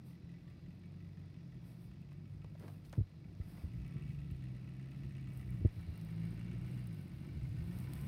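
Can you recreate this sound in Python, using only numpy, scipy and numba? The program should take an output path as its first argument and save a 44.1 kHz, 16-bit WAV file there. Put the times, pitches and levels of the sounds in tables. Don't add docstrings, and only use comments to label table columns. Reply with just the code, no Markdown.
import sys
import numpy as np
from scipy import signal
from scipy.fft import rfft, irfft
from scipy.io import wavfile
from scipy.ndimage import uniform_filter1d
from numba import njit

SR = 44100
rng = np.random.default_rng(int(sys.argv[2]) if len(sys.argv) > 2 else 0)


def put_to_file(sound):
    columns = np.atleast_2d(sound).T
    safe = np.clip(columns, -1, 1)
    whole_steps = np.round(safe * 32767)
    wavfile.write(sys.argv[1], SR, whole_steps.astype(np.int16))


def level_to_linear(level):
    exponent = np.asarray(level, float) / 20
    return 10 ** exponent


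N = 356019

# time_s, firing_rate_hz
ENGINE_SPEED = [(0.5, 43), (0.94, 47.9), (1.35, 46.8), (1.74, 38.4), (2.07, 47.2), (2.5, 50.6), (3.2, 46.2),
                (3.5, 49), (4.07, 74.3), (4.52, 62.6), (5.03, 68.9), (5.42, 63.6), (6.0, 52.9),
                (6.35, 56.6), (6.8, 63.8), (7.06, 43.6), (7.55, 52.5), (8.07, 72.5)]
# time_s, gain_db
THROTTLE_LOAD = [(0, -2.5), (1.1, -0.5), (2.7, -0.5), (3.2, -11.5), (3.7, -2.5), (4.2, 1.5), (5.5, 2.5),
                 (5.9, -0.5), (6.25, 4.5), (6.85, 2), (7.1, 1), (7.45, -1.5), (7.75, 5), (8.07, 1)]
# firing_rate_hz, order_1_db, order_2_db, order_3_db
EXHAUST_ORDERS = [(39, -86, -70, -55), (43.6, -80.5, -63, -58), (48, -70, -53, -54.5),
                  (49.7, -71.5, -54.5, -57.5), (55.1, -61.5, -51.5, -49), (62.5, -63, -49.5, -57.5),
                  (66, -66.5, -51, -78), (71, -54, -50, -68)]
# time_s, gain_db
CLOSENESS = [(0, -0.5), (.6, 1.5), (1.7, 0), (3.3, 0), (3.93, 6), (4.2, 4), (5.5, 6), (5.9, 8), (6.5, 11),
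             (7.1, 7.5), (8.07, 11)]
# time_s, share_0_to_1
FLANK_TURN = [(0, 0.22), (5.4, 0.26), (6.2, 0.9), (8.07, 0.9)]
# pitch_hz, level_db (per Hz)
GROWL_COLOUR = [(60, -33), (90, -5), (140, 7), (190, 6.5), (225, 0), (260, -4.5), (300, 0), (330, -5.5),
                (355, -3.5), (390, -17), (450, -18), (520, -22), (700, -22), (1000, -64)]
# pitch_hz, width_hz, from_behind_db, from_flank_db
CASTINGS = [(1316, 17, 3.5, -5.5), (1510, 34, -17, -1.5), (1830, 26, 0.5, -5), (1978, 55, 12, -6.5),
            (2132, 60, -7, 1), (2262, 11, 6.5, -1.5), (2530, 61, 14.5, -26.5), (2610, 75, -5, -11),
            (2760, 17, -4.5, -4.5), (3310, 19, -16, -19), (3990, 45, -15, -18), (4800, 13, -16.5, -14.5)]
# pitch_hz, level_db (per Hz)
FAN_COLOUR = [(600, -22.5), (1200, -12), (1650, -4.5), (2300, -1.5), (2900, -2.5), (3200, -16),
              (5000, -19.5), (6500, -62)]
CYLINDER_KNOCK = [1, -1, 1, -1, -3, 4, 2, 2]
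VALVE_TICK = [-5, 7, -5, 5, -2, -8, 6, -6]
# time_s, level_db
FAR_LEVEL = [(0, -57), (1.4, -59.5), (3.1, -63), (4, -55), (4.35, -56), (5.3, -71), (6, -59), (7, -59),
             (8.07, -56.5)]
# time_s, level_db
BREEZE_LEVEL = [(0, -68), (.6, -65.5), (2.4, -59), (3.5, -56.5), (4.1, -48.5), (4.35, -55), (4.9, -56),
                (5.25, -52.5), (5.8, -48.5), (6.2, -65), (6.5, -48), (7.0, -58), (7.5, -45.5),
                (8.07, -49.5)]
# pitch_hz, level_db (per Hz)
RUMBLE_COLOUR = [(20, -21), (40, -8.5), (60, 2.5), (80, -3), (105, 2), (150, 0.5), (300, -57.5)]
# pitch_hz, level_db (per Hz)
HISS_COLOUR = [(240, -16.5), (400, 8), (1290, -15.5), (1630, -10.5), (1820, -7.5), (2550, -8), (3070, -29),
               (4880, -14), (7630, -23), (14400, -54), (16000, -65)]
# full_at_s, rise_s, hold_s, level_db
BRUSH_STROKES = [(0.068, 0.025, 0.041, -78.5), (1.66, 0.052, 0.064, -79.5), (1.812, .03, .03, -82.5),
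                 (2.605, .04, 0.13, -78.5), (2.85, 0.015, .02, -79), (2.92, .02, 0.041, -80.5),
                 (3.498, .12, 0.13, -75.5), (4.914, .04, .08, -94), (5.35, 0.074, .05, -78.5),
                 (5.454, .05, 0.11, -87), (5.77, 0.14, 0.046, -81.5), (5.99, 0.27, 0.12, -85),
                 (6.198, .05, 0.15, -86), (6.65, 0.028, 0.15, -81), (6.926, 0.054, 0.12, -84.5),
                 (7.13, .03, 0.13, -84.5), (7.62, .06, .06, -80), (7.766, 0.18, 0.083, -72),
                 (7.9, .05, .2, -71.5)]
# pitch_hz, level_db (per Hz)
STRAW_COLOUR = [(2500, -19), (3200, 4), (4000, 5.5), (5000, 3.5), (6000, -4), (7300, -21), (8200, -18),
                (9500, -74)]
# start_s, end_s, from_hz, to_hz, level_db
PUMP_WHINES = [
    (.13, .33, 4100, 3930, -84),
    (.42, 0.604, 1130, 1200, -81),
    (.4, .8, 4900, 4820, -87),
    (3.881, 4.03, 1125, 1174, -78),
    (7.86, 8.068, 985, 1047, -70.5),
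]
# start_s, peak_db, pitch_hz, ring_s, swell_s
CASE_BUMPS = [(0.226, -37, 77.6, 0.065, 0.014), (2.978, -26.5, 97.4, 0.12, 0.0027),
              (3.007, -26.5, 80.5, 0.031, 0.0024), (3.396, -29.5, 72, 0.05, 0.0064),
              (3.629, -33.5, 72, 0.11, 0.0071), (3.956, -26, 108, 0.03, 0.0069),
              (4.314, -38, 70, 0.1, 0.0016), (5.606, -35.5, 80, 0.16, 0.0022),
              (5.645, -12.5, 87.5, 0.05, 0.0095), (5.761, -35.5, 84, 0.12, 0.015),
              (5.865, -35, 78, 0.15, 0.013), (7.343, -31.5, 65.5, 0.13, 0.021),
              (7.596, -33, 65, 0.09, 0.014), (7.737, -41.5, 86.5, 0.15, 0.0086)]
# pitch_hz, level_db
CASE_TONES = [(215, 0), (300, -3), (365, -6), (450, -11), (620, -19)]
# start_s, peak_db, centre_hz
CASE_SCUFFS = [(1.914, -56.5, 1080), (2.118, -49, 549), (2.445, -45.5, 549), (2.551, -49, 603),
               (2.598, -53, 565), (2.625, -49.5, 630), (2.68, -42.5, 780), (2.699, -48, 501),
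               (2.93, -40, 536), (2.936, -46, 1030), (2.953, -48, 622), (2.965, -49, 501),
               (3.349, -57, 853), (3.579, -50, 611), (3.619, -52.5, 724), (5.65, -52, 520),
               (7.719, -52, 810), (7.934, -72, 1010)]
# start_s, peak_db, centre_hz, ring_s
CASE_DRAGS = [
    (2.606, -50, 327, 0.19),
    (2.632, -46.5, 292, 0.31),
    (2.682, -49, 494, 0.067),
    (2.85, -61, 3600, 0.12),
    (5.79, -54, 446, .05),
]
# start_s, peak_db, mid_band_db
BRIGHT_SNAPS = [(2.0167, -67, -75), (2.1283, -65, -74), (2.4428, -73, -76), (2.597, -61, -68),
                (2.8963, -66, -66), (2.9277, -58, -55.5), (2.681, -66, -69), (3.351, -77, -75),
                (3.879, -61, -72), (4.3116, -56, -78), (4.9107, -64, -79), (5.2091, -69, -77),
                (5.374, -50.5, -76), (5.5047, -55, -86), (5.977, -53, -75), (6.013, -56, -66),
                (6.048, -56, -68), (6.6917, -66, -74), (6.871, -51, -76), (6.944, -57, -78),
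                (7.013, -57, -73), (7.0805, -59, -83), (7.7875, -51, -59), (7.8013, -51, -82),
                (7.9348, -40.5, -56.5), (7.954, -52, -67), (8.0127, -51, -63)]
TOP_BAND = [8000, 15800]


def level(x, db):
    return x * level_to_linear(db) / np.sqrt(np.mean(x ** 2))


def columns(table):
    s, *rest = np.transpose(table)
    return [np.interp(np.arange(N) / SR, s, column) for column in rest]


@njit
def band_pass(x, hz, width):
    y, band, low = np.empty(len(x)), 0., 0.
    g, damping = np.tan(np.pi * hz / SR), width / hz
    for i in range(len(x)):
        v = (band + g * (x[i] - low)) / (1 + g * (g + damping))
        band = 2 * v - band
        low += 2 * g * v
        y[i] = damping * v
    return y


def hiss():
    return rng.standard_normal(N)


def walk(rate):
    k = int(SR / rate)
    steps = np.repeat(rng.standard_normal(N // k + 1), k)
    return 1.3 * uniform_filter1d(uniform_filter1d(steps, k), k)[:N]


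def per_firing(firing):
    return rng.standard_normal(N // 100)[firing]


def coloured(spectrum, x):
    hz, db = np.transpose(spectrum)
    log_hz = np.log(np.fft.rfftfreq(N, 1 / SR) + 1)
    return irfft(rfft(x) * level_to_linear(np.interp(log_hz, np.log(hz), db)), N)


def top_octave(x):
    return signal.sosfilt(signal.butter(8, TOP_BAND, "bandpass", fs=SR, output="sos"), x)


def add(out, s, sound):
    i = int(s * SR)
    out[i:i + len(sound)] += sound[:N - i]


def exhaust_note(hz, turns):
    rate_hz, *by_order = np.transpose(EXHAUST_ORDERS)
    load_db = columns(THROTTLE_LOAD)[0]
    note = np.zeros(N)
    for order, table_db in enumerate(by_order, 1):
        high_tone_cut_db = 0.15 * np.maximum(order * hz - 185, 0)
        db = np.interp(hz, rate_hz, table_db) + load_db - 0.5 + walk(12) - high_tone_cut_db
        note += np.sqrt(2) * level_to_linear(db) * np.cos(2 * np.pi * order * turns)
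    return note


def exhaust_growl(firing, strength, puff):
    fired = np.diff(firing, prepend=0)
    return level(coloured(GROWL_COLOUR, 10.3 * fired * strength + (0.44 + puff) * hiss()), 7.46)


def cylinder_knocks(firing, since_firing):
    burst = np.exp(-since_firing / 0.36) * hiss()
    return burst * level_to_linear(np.array(CYLINDER_KNOCK)[firing % 8] + per_firing(firing))


def clatter(knock, firing, hz, width, cylinder_db):
    db = cylinder_db * rng.standard_normal(8)[firing % 8] + 1.5 * per_firing(firing) + 1.2 * walk(6)
    return level(band_pass(level_to_linear(db) * knock, hz, width), 0)


def engine_bay(knock, firing, puff):
    turn = columns(FLANK_TURN)[0]
    castings = np.zeros(N)
    for hz, width, back_db, flank_db in CASTINGS:
        ring = clatter(knock, firing, 1.0 * hz, 1.6 * width, 1.2)
        castings += level_to_linear(back_db + turn * (flank_db - back_db)) * ring
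    fan = (1 + 0.5 * puff) * coloured(FAN_COLOUR, hiss())
    return level(castings, -0.9) + level(fan, -7.5)


def valve_ticks(knock, firing):
    ticks = (clatter(knock, firing, 8400., 800., 1.) + clatter(knock, firing, 9300., 800., 1.)
             + 0.3 * clatter(knock, firing, 12500., 6000., 1.))
    return level(top_octave(level_to_linear(np.array(VALVE_TICK))[firing % 8] * ticks), -2.5)


def truck(closer_db, duck):
    lag = int(0.09 * SR)
    hz = uniform_filter1d(uniform_filter1d(columns(ENGINE_SPEED)[0], lag), lag)
    turns = np.cumsum(hz * (1 + 0.002 * walk(25))) / SR
    growl_db = -65 + 0.65 * closer_db
    bay_db = -79 + 1.43 * closer_db + 0.0346 * (hz - hz.mean())
    tick_db = -92 + 1.3 * closer_db + 0.25 * (np.minimum(hz, hz.mean()) - hz.mean())
    firing = turns.astype(int)
    strength = level_to_linear(1.36 * per_firing(firing))
    puff = strength * np.exp(-(turns % 1))
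    exhaust = exhaust_note(hz, turns) + level_to_linear(growl_db) * exhaust_growl(firing, strength, puff)
    knock_turns = turns + 0.45
    knocking = knock_turns.astype(int)
    knock = cylinder_knocks(knocking, knock_turns % 1)
    bay = level_to_linear(bay_db) * engine_bay(knock, knocking, puff)
    return duck * exhaust + bay + level_to_linear(tick_db) * valve_ticks(knock, knocking)


def far_engine():
    turns = np.cumsum(168.2 * (1 + 0.00911 * walk(12))) / SR
    throb = 1 + 0.6 * np.cos(2 * np.pi * (turns / 32 - 0.55))
    strength = np.sqrt(2) * level_to_linear(columns(FAR_LEVEL)[0] + 0.72 * walk(6))
    return strength * throb * np.sin(2 * np.pi * turns)


def air(duck):
    gusts_db = columns(BREEZE_LEVEL)[0] + 2.6 * walk(11)
    rumble = level_to_linear(gusts_db) * level(coloured(RUMBLE_COLOUR, hiss()), 0.5)
    return duck * rumble + level(coloured(HISS_COLOUR, hiss()), -78)


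def brushing():
    t, fall_s = np.arange(N) / SR, 0.098
    depth_db = []
    for s, rise, hold, db in BRUSH_STROKES:
        times = [s - rise, s, s + hold, s + hold + fall_s]
        depth_db.append(db + np.interp(t, times, [-18, -1.5, 0, -27], -60, -60))
    return level_to_linear(np.max(depth_db, axis=0))


def rustle(closer_db):
    brush = brushing()
    top_gain = brush + level_to_linear(-93 + 0.46 * closer_db)
    rub_gain = level_to_linear(1) * brush + level_to_linear(-75.5 + 0.61 * closer_db)
    straw_gain = level_to_linear(-9.5) * brush + level_to_linear(-81 + 0.46 * closer_db)
    size = np.minimum(rng.exponential(size=N), 3.5)
    catches = (rng.random(N) < 0.003) * level_to_linear(4.3 * size)
    grains = 1 + 0.1 * signal.lfilter([1], [1, -0.96], catches)
    top = level(top_octave(grains * hiss()), 0.56)
    rub = level(band_pass(band_pass(grains * hiss(), 480., 700.), 720., 3000.), -1.86)
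    straw_noise = hiss()
    stalks = np.zeros(N)
    for hz in (3500., 4050., 4850., 5500., 6600.):
        stalks += level_to_linear(2.5 * walk(4)) * band_pass(straw_noise, hz, 0.12 * hz)
    straw = level(coloured(STRAW_COLOUR, straw_noise + 1.3 * stalks), -1.27)
    return top_gain * level_to_linear(1.4 * walk(25)) * top + rub_gain * level_to_linear(0.68 * walk(30)) * rub + straw_gain * straw


def whines():
    out = np.zeros(N)
    for start, end, from_hz, to_hz, db in PUMP_WHINES:
        hz = np.linspace(from_hz, to_hz, int((end - start) * SR))
        fade = np.hanning(len(hz)) ** 0.17
        add(out, start, level_to_linear(db) * fade * np.sin(2 * np.pi * np.cumsum(hz) / SR))
    return out * level_to_linear(1.7 * walk(60))


def bumps():
    out, t = np.zeros(N), np.arange(SR // 4) / SR
    for s, db, hz, ring, swell in CASE_BUMPS:
        phase = 2 * np.pi * hz * (t + 0.0048 * (1 - np.exp(-t / 0.0096)))
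        fade = np.exp(-np.log(1000) * (t / ring) ** 1.45)
        knock = np.zeros(len(t))
        for tone_hz, tone_db in CASE_TONES:
            knock += level_to_linear(tone_db) * np.sin(2 * np.pi * (tone_hz * t + rng.random()))
        sway = 0.25 * np.sin(0.615 * phase + 1.7)
        knock_gain = level_to_linear(1 + 0.61 * db)
        blow = np.sin(phase) + sway + knock_gain * fade * knock
        add(out, s, level_to_linear(db + 2.5) * np.tanh(t / swell) ** 1.7 * fade * blow)
    return out


def scuffs():
    out, t = np.zeros(N), np.arange(SR // 8) / SR
    short_ring_s = 0.032
    slips = [(*row, short_ring_s) for row in CASE_SCUFFS] + list(CASE_DRAGS)
    for s, db, hz, ring in slips:
        rubbed = band_pass(rng.standard_normal(len(t)), 1.0 * hz, 0.5 * hz)
        slip = level(band_pass(rubbed, 1.0 * hz, 7.5 * hz), db - 7.5)
        add(out, s, slip * np.exp(-np.log(1000) * t / ring))
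    return out


def snaps():
    top, mid, t = np.zeros(N), np.zeros(N), np.arange(SR // 40) / SR
    for s, db, mid_db in BRIGHT_SNAPS:
        crack = level(rng.standard_normal(len(t)) * np.exp(-t / 0.0013), -15.5)
        add(top, s, level_to_linear(db - 0.5) * crack)
        add(mid, s, level_to_linear(mid_db + 10) * crack)
    return top_octave(top) + band_pass(band_pass(mid, 4200., 5700.), 4500., 6400.)


def scene():
    closer_db = columns(CLOSENESS)[0]
    blows = bumps()
    hold = np.exp(-1 / (0.12 * SR))
    recent_blow = signal.lfilter([1 - hold], [1, -hold], np.abs(blows))
    duck = 1 / (1 + (155 * recent_blow) ** 2)
    engines = truck(closer_db, duck) + duck * far_engine() + whines()
    return (engines + air(duck) + rustle(closer_db) + blows + scuffs() + snaps())[None]


def roll_off(x):
    return signal.sosfilt(signal.butter(12, 15830, fs=SR, output="sos"), x)


def record(dry):
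    cut = signal.butter(6, 35, "highpass", fs=SR, output="sos")
    return roll_off(signal.sosfilt(cut, dry))


dry = scene()
out = record(dry)
put_to_file(out)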